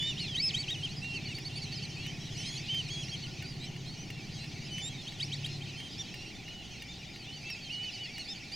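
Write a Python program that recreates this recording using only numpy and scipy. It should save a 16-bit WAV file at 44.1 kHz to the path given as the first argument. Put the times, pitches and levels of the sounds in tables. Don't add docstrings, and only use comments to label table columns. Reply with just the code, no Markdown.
import sys
import numpy as np
from scipy import signal
from scipy.fft import rfft, irfft, next_fast_len
from scipy.io import wavfile
from scipy.ndimage import uniform_filter1d, map_coordinates

SR = 44100
rng = np.random.default_rng(int(sys.argv[2]) if len(sys.argv) > 2 else 0)


def pcm_store(signal):
    levels = np.round(np.clip(np.atleast_2d(signal), -1, 1) * 32767)
    wavfile.write(sys.argv[1], SR, levels.astype(np.int16).T)


N = 377055

# frequency_hz, gain_db
THROAT_TONE = [(1200, -67), (1700, -15.5), (2300, 0), (6500, 0.5), (8000, -4), (10500, -11.5), (12000, -19),
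               (16000, -38)]


def amp(db):
    return 10 ** (np.asarray(db) / 20)


def unit(x):
    return x / np.sqrt(np.mean(x ** 2) + 1e-20)


def along(points, hz):
    known_hz, values = np.transpose(points)
    return np.interp(np.log(hz + 1), np.log(known_hz + 1), values)


def curves(rows):
    times, *columns = np.transpose(rows)
    return [np.interp(np.arange(N) / SR, times, column) for column in columns]


def wobble(rate, size):
    return map_coordinates(rng.standard_normal(int(size * rate / SR) + 4), [np.arange(size) * rate / SR])


def filtered(x, response):
    size = next_fast_len(N + SR // 2)
    return irfft(rfft(x, size) * response(np.fft.rfftfreq(size, 1 / SR)), size)[..., :N]


def coloured(x, tone):
    return filtered(x, lambda hz: amp(along(tone, hz)))


def noise(tone):
    # frequency_hz, side_db
    stereo_width = [(60, -13.5), (250, -10.5), (700, -8), (3000, -11.5), (8000, -13.5), (12000, -43)]
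    middle, side = coloured(rng.standard_normal((2, N)), tone)
    side = coloured(side, stereo_width)
    return unit(np.array([middle + side, middle - side]))


def add(out, start_s, sound, pan_db):
    start = int(start_s * SR)
    first, end = max(start, 0), min(start + len(sound), N)
    if end > first:
        out[:, first:end] += amp([[pan_db / 2], [-pan_db / 2]]) * sound[first - start:end - start]


def open_air():
    # frequency_hz, gain_db
    air_tone = [(100, 4.5), (500, -4), (620, -1.5), (800, 5), (950, -11), (1280, -16), (1420, -3),
                (1570, -14.5), (3000, -2.5), (8000, -54), (12000, -26.5), (16000, -26.5)]
    return amp(-56.5) * noise(air_tone) * amp([[.8], [-.8]])


def far_flock(count=1700, spread_db=3.5, overtone_db=-8):
    # time_s, level_db
    flock_levels = [(0, -46.5), (1.5, -48.5), (2.6, -46), (3.8, -50), (5.5, -47.5), (6.5, -50),
                    (7.1, -50.5), (7.8, -48), (8.55, -49)]
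    # frequency_hz, gain_db
    chatter_tone = [(900, -51), (1550, -13), (1850, 1.5), (2300, 1.5), (2900, -0.5), (3500, -1.5),
                    (4400, 0), (6600, -5.5), (8500, -17), (11000, -21.5), (15000, -40)]
    calls = np.zeros((2, N))
    birds = zip(rng.random((count, 3)), rng.standard_normal((count, 4)))
    for (when, high, long), (loud, pan, bend, tilt) in birds:
        length_s = .035 + .035 * long + .07 * long ** 8
        place = np.linspace(-1, 1, int(length_s * SR))
        pitch = 2300 * 2.9 ** high * np.exp(-(.17 + .05 * bend) * place ** 2 + .08 * tilt * place)
        phase = 2 * np.pi * np.cumsum(pitch) / SR
        voice = (np.sin(phase) + amp(overtone_db) * np.sin(2 * phase)) * (1 - place ** 4)
        add(calls, when * N / SR - length_s / 2, amp(spread_db * min(loud, 1.5)) * voice, 2.8 * pan - .8)
    level_db, = curves(flock_levels)
    rush = .62 * noise(chatter_tone)
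    return amp(level_db - 1) * (unit(coloured(calls, chatter_tone)) + rush)


def duck_voice(pitch, overtone_db, half_db, third_db, jitter, flutter_db, break_db):
    size = len(pitch)
    phase = 2 * np.pi * np.cumsum(pitch * (1 + jitter * wobble(351, size))) / SR
    shrill_db = .85 * overtone_db + third_db
    # pitch_multiple, level_db
    tones = [(.5, half_db), (1.5, half_db - 8), (2, overtone_db),
             (2.5, shrill_db - 9), (3, shrill_db), (4, shrill_db - 4)]
    ripple = 2 * np.pi * pitch / 1881 * (1 + rng.standard_normal() / 10)
    extras = 0
    for multiple, db in tones:
        level_db = db + 4 * np.cos(multiple * ripple) + break_db * np.minimum(wobble(52, size), 1)
        extras += amp(level_db) * np.sin(multiple * phase) * (multiple * pitch < SR / 2)
    glide = np.minimum(np.abs(uniform_filter1d(np.gradient(pitch), size=400)) * SR / 20000, 1)
    flutter = amp(flutter_db * (.35 + glide) * wobble(160, size))
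    return np.sqrt(2) * (np.sin(phase) + extras) * flutter


def whistle_shape(length_s, early_hz, late_hz, sag):
    t = np.arange(int(length_s * SR)) / SR
    edge_s = min(length_s / 3, .036)
    rise = np.clip(1 - t / edge_s, 0, 1)
    fall = np.clip(1 - (length_s - t) / edge_s, 0, 1)
    held_hz = early_hz + (late_hz - early_hz) * (t - edge_s) / (length_s - 2 * edge_s)
    return held_hz * (1 - sag * (.87 * rise ** 2 + fall ** 2)), 1 - np.maximum(rise, fall) ** 3.7


def chirp_shape(length_s, pitch_hz, glide, arch=.0893):
    place = np.linspace(-1, 1, int(length_s * SR))
    return pitch_hz * (1 + glide * place / 2 - arch * place ** 2), 1 - np.abs(place) ** 4


def near_notes():
    # start_s, length_s, early_hz, late_hz, sag_share, level_db, overtone_db
    whistles = [(-.03, 0.15, 3436, 3665, 0.11, -35.5, -16.5), (-.03, .17, 2984, 2956, 0.18, -40, -26),
                (0.182, 0.082, 2990, 2800, 0.06, -44, -14), (0.183, 0.11, 4320, 4150, 0.4, -42.5, -29),
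                (.27, 0.085, 3400, 3200, 0, -42.5, -32), (0.515, 0.12, 7300, 7850, .08, -54, -28),
                (1.013, .185, 2770, 2730, 0.12, -41.5, -25.5), (1.961, 0.16, 2640, 3060, 0.03, -46.5, -21),
                (2.355, 0.24, 3000, 3420, 0.4, -48.5, -2.5), (2.68, 0.14, 3110, 3120, 0.13, -34.5, -24),
                (2.879, 0.17, 3280, 3350, 0.37, -43, -8), (4.378, 0.12, 2780, 2620, 0.08, -54, -12),
                (4.706, 0.12, 3003, 3023, 0, -42.5, -10.5), (4.814, 0.082, 3560, 3690, 0, -42, -5.5),
                (5.491, .095, 4230, 4120, .12, -51.5, -22), (5.762, 0.13, 3173, 3185, 0.07, -47.5, -13),
                (6.153, 0.16, 2775, 2790, 0, -53, -8), (6.441, .195, 2865, 2965, .15, -50, -35),
                (6.69, .095, 2970, 2870, 0.2, -55, -18), (7.206, 0.11, 3220, 3540, 0, -54, -30),
                (7.265, .12, 2960, 3080, 0.18, -50.5, -23), (7.314, 0.093, 4460, 4660, 0.14, -52, -22),
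                (7.44, .13, 2666, 2637, 0.06, -44, -28), (7.64, 0.096, 3166, 3025, .05, -48.5, -18),
                (7.689, 0.222, 2890, 2997, 0.2, -40.5, -36), (7.984, 0.094, 2964, 2890, 0.17, -42.5, -35)]
    for start_s, length_s, early_hz, late_hz, sag, level_db, overtone_db in whistles:
        yield start_s, *whistle_shape(length_s, early_hz, late_hz, sag), level_db, overtone_db
    short_notes = [*single_chirps(), *peeps(), *stray_chirps()]
    for middle_s, length_s, pitch_hz, glide, level_db, overtone_db in short_notes:
        yield middle_s - length_s / 2, *chirp_shape(length_s, pitch_hz, glide), level_db, overtone_db


def near_ducks():
    out = np.zeros((2, N))
    for start_s, pitch, strength, level_db, overtone_db in near_notes():
        pitch = pitch * (1 + .004 * wobble(35, len(pitch)))
        voice = duck_voice(pitch, overtone_db, half_db=-15, third_db=-5,
                           jitter=.004, flutter_db=1.4, break_db=3)
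        add(out, start_s, amp(level_db) * strength * voice, pan_db=rng.normal(-1.9, 1))
    return coloured(out, THROAT_TONE)


def engine(scatter_db=.9, muffle_hz=240):
    # time_s, firings_per_s, share_lost (by every second firing)
    speeds = [(0, 33.22, .8), (5.0, 33.22, .8), (5.2, 35.5, .1), (5.5, 35.5, .1), (6.4, 31.7, .15),
              (7.0, 30.7, .15), (8.0, 26.8, .15), (8.55, 26.3, .15)]
    # time_s, exhaust_db, rumble_db
    levels = [(0, -44, -47.5), (4.92, -45, -49.5), (5.1, -52.5, -50), (5.25, -43.5, -50),
              (5.55, -42.5, -50), (5.8, -53.5, -49.5), (6.1, -55, -49.5), (6.8, -55.5, -53),
              (7.6, -55.5, -52.5), (8.55, -66, -52.5)]
    # frequency_hz, width_hz, gain_db
    pipe_rings = [(27.2, 3.3, -5), (63, 0.74, 10), (101.8, 10, 0.5), (143.1, 19, 8), (170.8, 11, -4)]
    # frequency_hz, gain_db
    rumble_tone = [(20, -3.5), (60, -11), (110, 2.5), (190, -0.5), (260, -4.5), (380, -8), (500, -20.5),
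                   (1100, -24), (1600, -34.5), (4000, -59)]

    def exhaust(hz):
        ringing = sum((-1) ** k * amp(db) * 1j * hz * width / (centre ** 2 - hz ** 2 + 1j * hz * width)
                      for k, (centre, width, db) in enumerate(pipe_rings))
        return ringing / (1 + (hz / muffle_hz) ** 6)

    rate, lost = curves(speeds)
    exhaust_db, rumble_db = curves(levels)
    fired = np.flatnonzero(np.diff(np.floor(np.cumsum(rate) / SR + .5)))
    weak = np.arange(len(fired)) % 2 == 1
    firings = np.zeros(N)
    firings[fired] = (1 - lost[fired] * weak) * amp(scatter_db * rng.standard_normal(len(fired)))
    firings /= np.sqrt(1 + (1 - lost) ** 2)
    thumps = unit(filtered(firings, exhaust))
    return amp(exhaust_db) * thumps + amp(rumble_db + 2) * noise(rumble_tone)


def ticks(first_s=.0245, spacing_s=.3398):
    # pitch_hz, level_db, fade_s (time to drop 60 dB)
    rings = [(1842, -7, 0.053), (2210, 6.5, 0.013), (2810, 1.5, 0.041), (4600, -1, 0.018)]
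    out = np.zeros((2, N))
    t = np.arange(SR // 16) / SR
    for k, start_s in enumerate(np.arange(first_s, N / SR, spacing_s)):
        ring = sum(amp(db + rng.standard_normal() - 60 * t / fade_s)
                   * np.sin(2 * np.pi * (hz * t + rng.random())) for hz, db, fade_s in rings)
        scrape = rng.standard_normal(len(t)) * amp(-60 * np.maximum(t - .004, 0) / .035)
        ring_db, scrape_db = (-41, -58) if k % 2 else (-38, -48)
        tick = amp(ring_db) * ring + amp(scrape_db) * uniform_filter1d(scrape, size=2)
        add(out, start_s, tick * (1 - np.exp(-t / .001)), pan_db=0)
    return out


def bank_echo(sound):
    # frequency_hz, fade_s (time to drop 60 dB)
    fade_times = [(500, 0.6), (3000, 0.62), (10000, 0.15)]
    hz, t, spectrum = signal.stft(rng.standard_normal((2, SR // 2)), SR, nperseg=256)
    fade = amp(-60 * t / along(fade_times, hz)[:, None])
    tail = signal.istft(spectrum * fade, SR, nperseg=256)[1]
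    return signal.fftconvolve(sound, tail / np.linalg.norm(tail[0]), axes=1)[:, :N]


def close_duck(foot_hz=2422, pipe_hz=3150, step_hz=680, pull=.53, fall_s=.034, fall_db=8):
    # start_s, climb_s, hold_s, top_hz, level_db, loss_db (at the top)
    cries = [(.165, 0.052, 0.011, 4990, -42.5, 1), (0.341, 0.089, 0.056, 5204, -32.5, -0.5),
             (0.53, 0.065, 0.026, 4540, -31.5, 6.5), (0.674, 0.042, 0.017, 3800, -33, 3.5),
             (0.819, 0.019, 0.015, 3200, -38.5, -2), (5.061, .05, 0.0046, 4600, -40.5, 19),
             (5.193, .064, .016, 5700, -34, 16.5), (5.313, .053, 0.009, 5200, -34.5, 19),
             (5.436, 0.046, .005, 5020, -34.5, 27), (5.605, .03, 0.011, 3660, -44, 6)]
    out = np.zeros((2, N))
    for start_s, climb_s, hold_s, top_hz, level_db, loss_db in cries:
        t = np.arange(0, climb_s + hold_s + fall_s, 1 / SR)
        up = np.clip(t / climb_s, 0, 1)
        down = np.clip((t - climb_s - hold_s) / fall_s, 0, 1)
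        aim_hz = uniform_filter1d(foot_hz + (top_hz - foot_hz) * up ** .9 * (1 - down ** .9), size=300)
        climbing = uniform_filter1d(1. * (t < climb_s + .01), size=300)
        miss_hz = (aim_hz - pipe_hz + step_hz / 2) % step_hz - step_hz / 2
        pitch = aim_hz - climbing * pull * uniform_filter1d(miss_hz, size=60)
        pitch *= 1 + .005 * wobble(35, len(t))
        swell_db = 1 - 9 * np.clip(1 - t / .017, 0, 1)
        dip_db = 5 * np.sin(np.pi * miss_hz / step_hz) ** 4
        strength = amp(level_db + swell_db - dip_db - loss_db * up ** 3 - fall_db * np.sqrt(down))
        fade = np.clip(np.minimum(t, t[-1] - t) / .0076, 0, 1)
        rasp_db = .47 * loss_db * up
        voice = duck_voice(pitch, overtone_db=-22 + rasp_db - fall_db * down, half_db=-16 + rasp_db / 2,
                           third_db=-2, jitter=.005, flutter_db=2, break_db=6)
        add(out, start_s, strength * fade * voice, pan_db=-.5)
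    return coloured(out, THROAT_TONE)


def stray_chirps(count=50, low_hz=2800, high_hz=5800, overtone_db=-12):
    for (when, high), (long, tilt, loud) in zip(rng.random((count, 2)), rng.standard_normal((count, 3))):
        pitch_hz = low_hz * (high_hz / low_hz) ** high
        yield when * N / SR, .05 * np.exp(long / 4), pitch_hz, .14 * tilt, -54 + 2 * loud, overtone_db


def single_chirps():
    # middle_s, length_s, pitch_hz, glide_share, level_db
    chirps = [(.79, 0.08, 2950, -.07, -46.5), (0.903, .07, 4150, 0.41, -49),
              (0.979, .04, 5060, -0.033, -47.5), (1.157, 0.052, 2960, -0.28, -43.5),
              (1.306, 0.067, 2870, -0.16, -44), (1.774, 0.051, 5000, -0.15, -46),
              (2.413, 0.048, 5540, -.07, -46.5), (2.477, .05, 5250, -0.071, -46),
              (2.485, .07, 4220, 0.11, -44.5), (2.581, .055, 4500, 0.19, -45),
              (2.936, 0.074, 4420, -0.091, -49), (3.104, .05, 4380, .3, -48),
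              (3.139, 0.047, 3260, -0.068, -40.5), (3.233, .032, 4450, -.06, -46),
              (3.253, 0.042, 3000, -0.17, -44.5), (3.487, .1, 4770, -0.011, -50.5),
              (3.632, 0.081, 3960, 0.062, -49.5), (4.004, 0.068, 5950, .12, -50.5),
              (4.418, 0.078, 4180, 0.041, -49.5), (5.003, 0.052, 3640, -0.069, -49),
              (5.927, 0.044, 5040, 0.0024, -50.5), (6.003, 0.052, 5720, .05, -44.5),
              (6.008, 0.037, 3620, -0.076, -40), (6.908, .06, 3680, 0, -50),
              (7.521, .05, 5440, -0.13, -43.5), (7.963, 0.054, 3000, -0.085, -48),
              (8.205, 0.072, 2920, -0.099, -46.5), (8.206, 0.031, 4420, -.03, -44),
              (8.26, 0.049, 4600, -.1, -50), (8.31, .07, 3690, 0.0073, -45),
              (8.307, 0.068, 5230, 0.11, -42.5), (8.548, .065, 4880, 0.072, -40.5)]
    for middle_s, length_s, pitch_hz, glide, level_db in chirps:
        overtone_db = -14.5 - 6 * np.log2(pitch_hz / 3000)
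        yield middle_s, length_s, pitch_hz, glide, level_db, overtone_db


def peeps(length_s=.041, taper_db=1.5):
    # first_s, last_s, rough_spacing_s, pitch_hz, glide_share, level_db, overtone_db
    runs = [(1.166, 1.268, .102, 4530, -0.074, -43.5, -33), (1.363, 1.572, .102, 4610, .04, -41, -12.5),
            (1.51, 1.912, .08, 3070, 0.142, -51, -14), (1.634, 1.841, .102, 4470, -0.11, -42, -20),
            (7.637, 8.153, .104, 4535, -0.087, -46.5, -28)]
    for first_s, last_s, spacing_s, pitch_hz, glide, level_db, overtone_db in runs:
        count = round((last_s - first_s) / spacing_s) + 1
        for middle_s, place in zip(np.linspace(first_s, last_s, count), np.linspace(-1, 1, count)):
            peep_hz = pitch_hz * (1 + .006 * rng.standard_normal())
            yield middle_s, length_s, peep_hz, glide, level_db - taper_db * place ** 2, overtone_db


def low_bird():
    # middle_s, length_s, pitch_hz, glide_share, level_db
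    notes = [(3.292, 0.067, 1460, 0, -62), (3.443, 0.053, 1500, -.04, -59)]
    out = np.zeros((2, N))
    for middle_s, length_s, pitch_hz, glide, level_db in notes:
        pitch, strength = chirp_shape(length_s, pitch_hz, glide)
        voice = np.sqrt(2) * np.sin(2 * np.pi * np.cumsum(pitch) / SR)
        add(out, middle_s - length_s / 2, amp(level_db) * strength * voice, pan_db=0)
    return out


def scene():
    ducks = near_ducks() + close_duck()
    return ducks + open_air() + amp(-22.5) * bank_echo(ducks) + far_flock() + low_bird() + engine() + ticks()


def record(dry):
    return filtered(dry, lambda hz: hz < 16500)


dry = scene()
out = record(dry)
pcm_store(out)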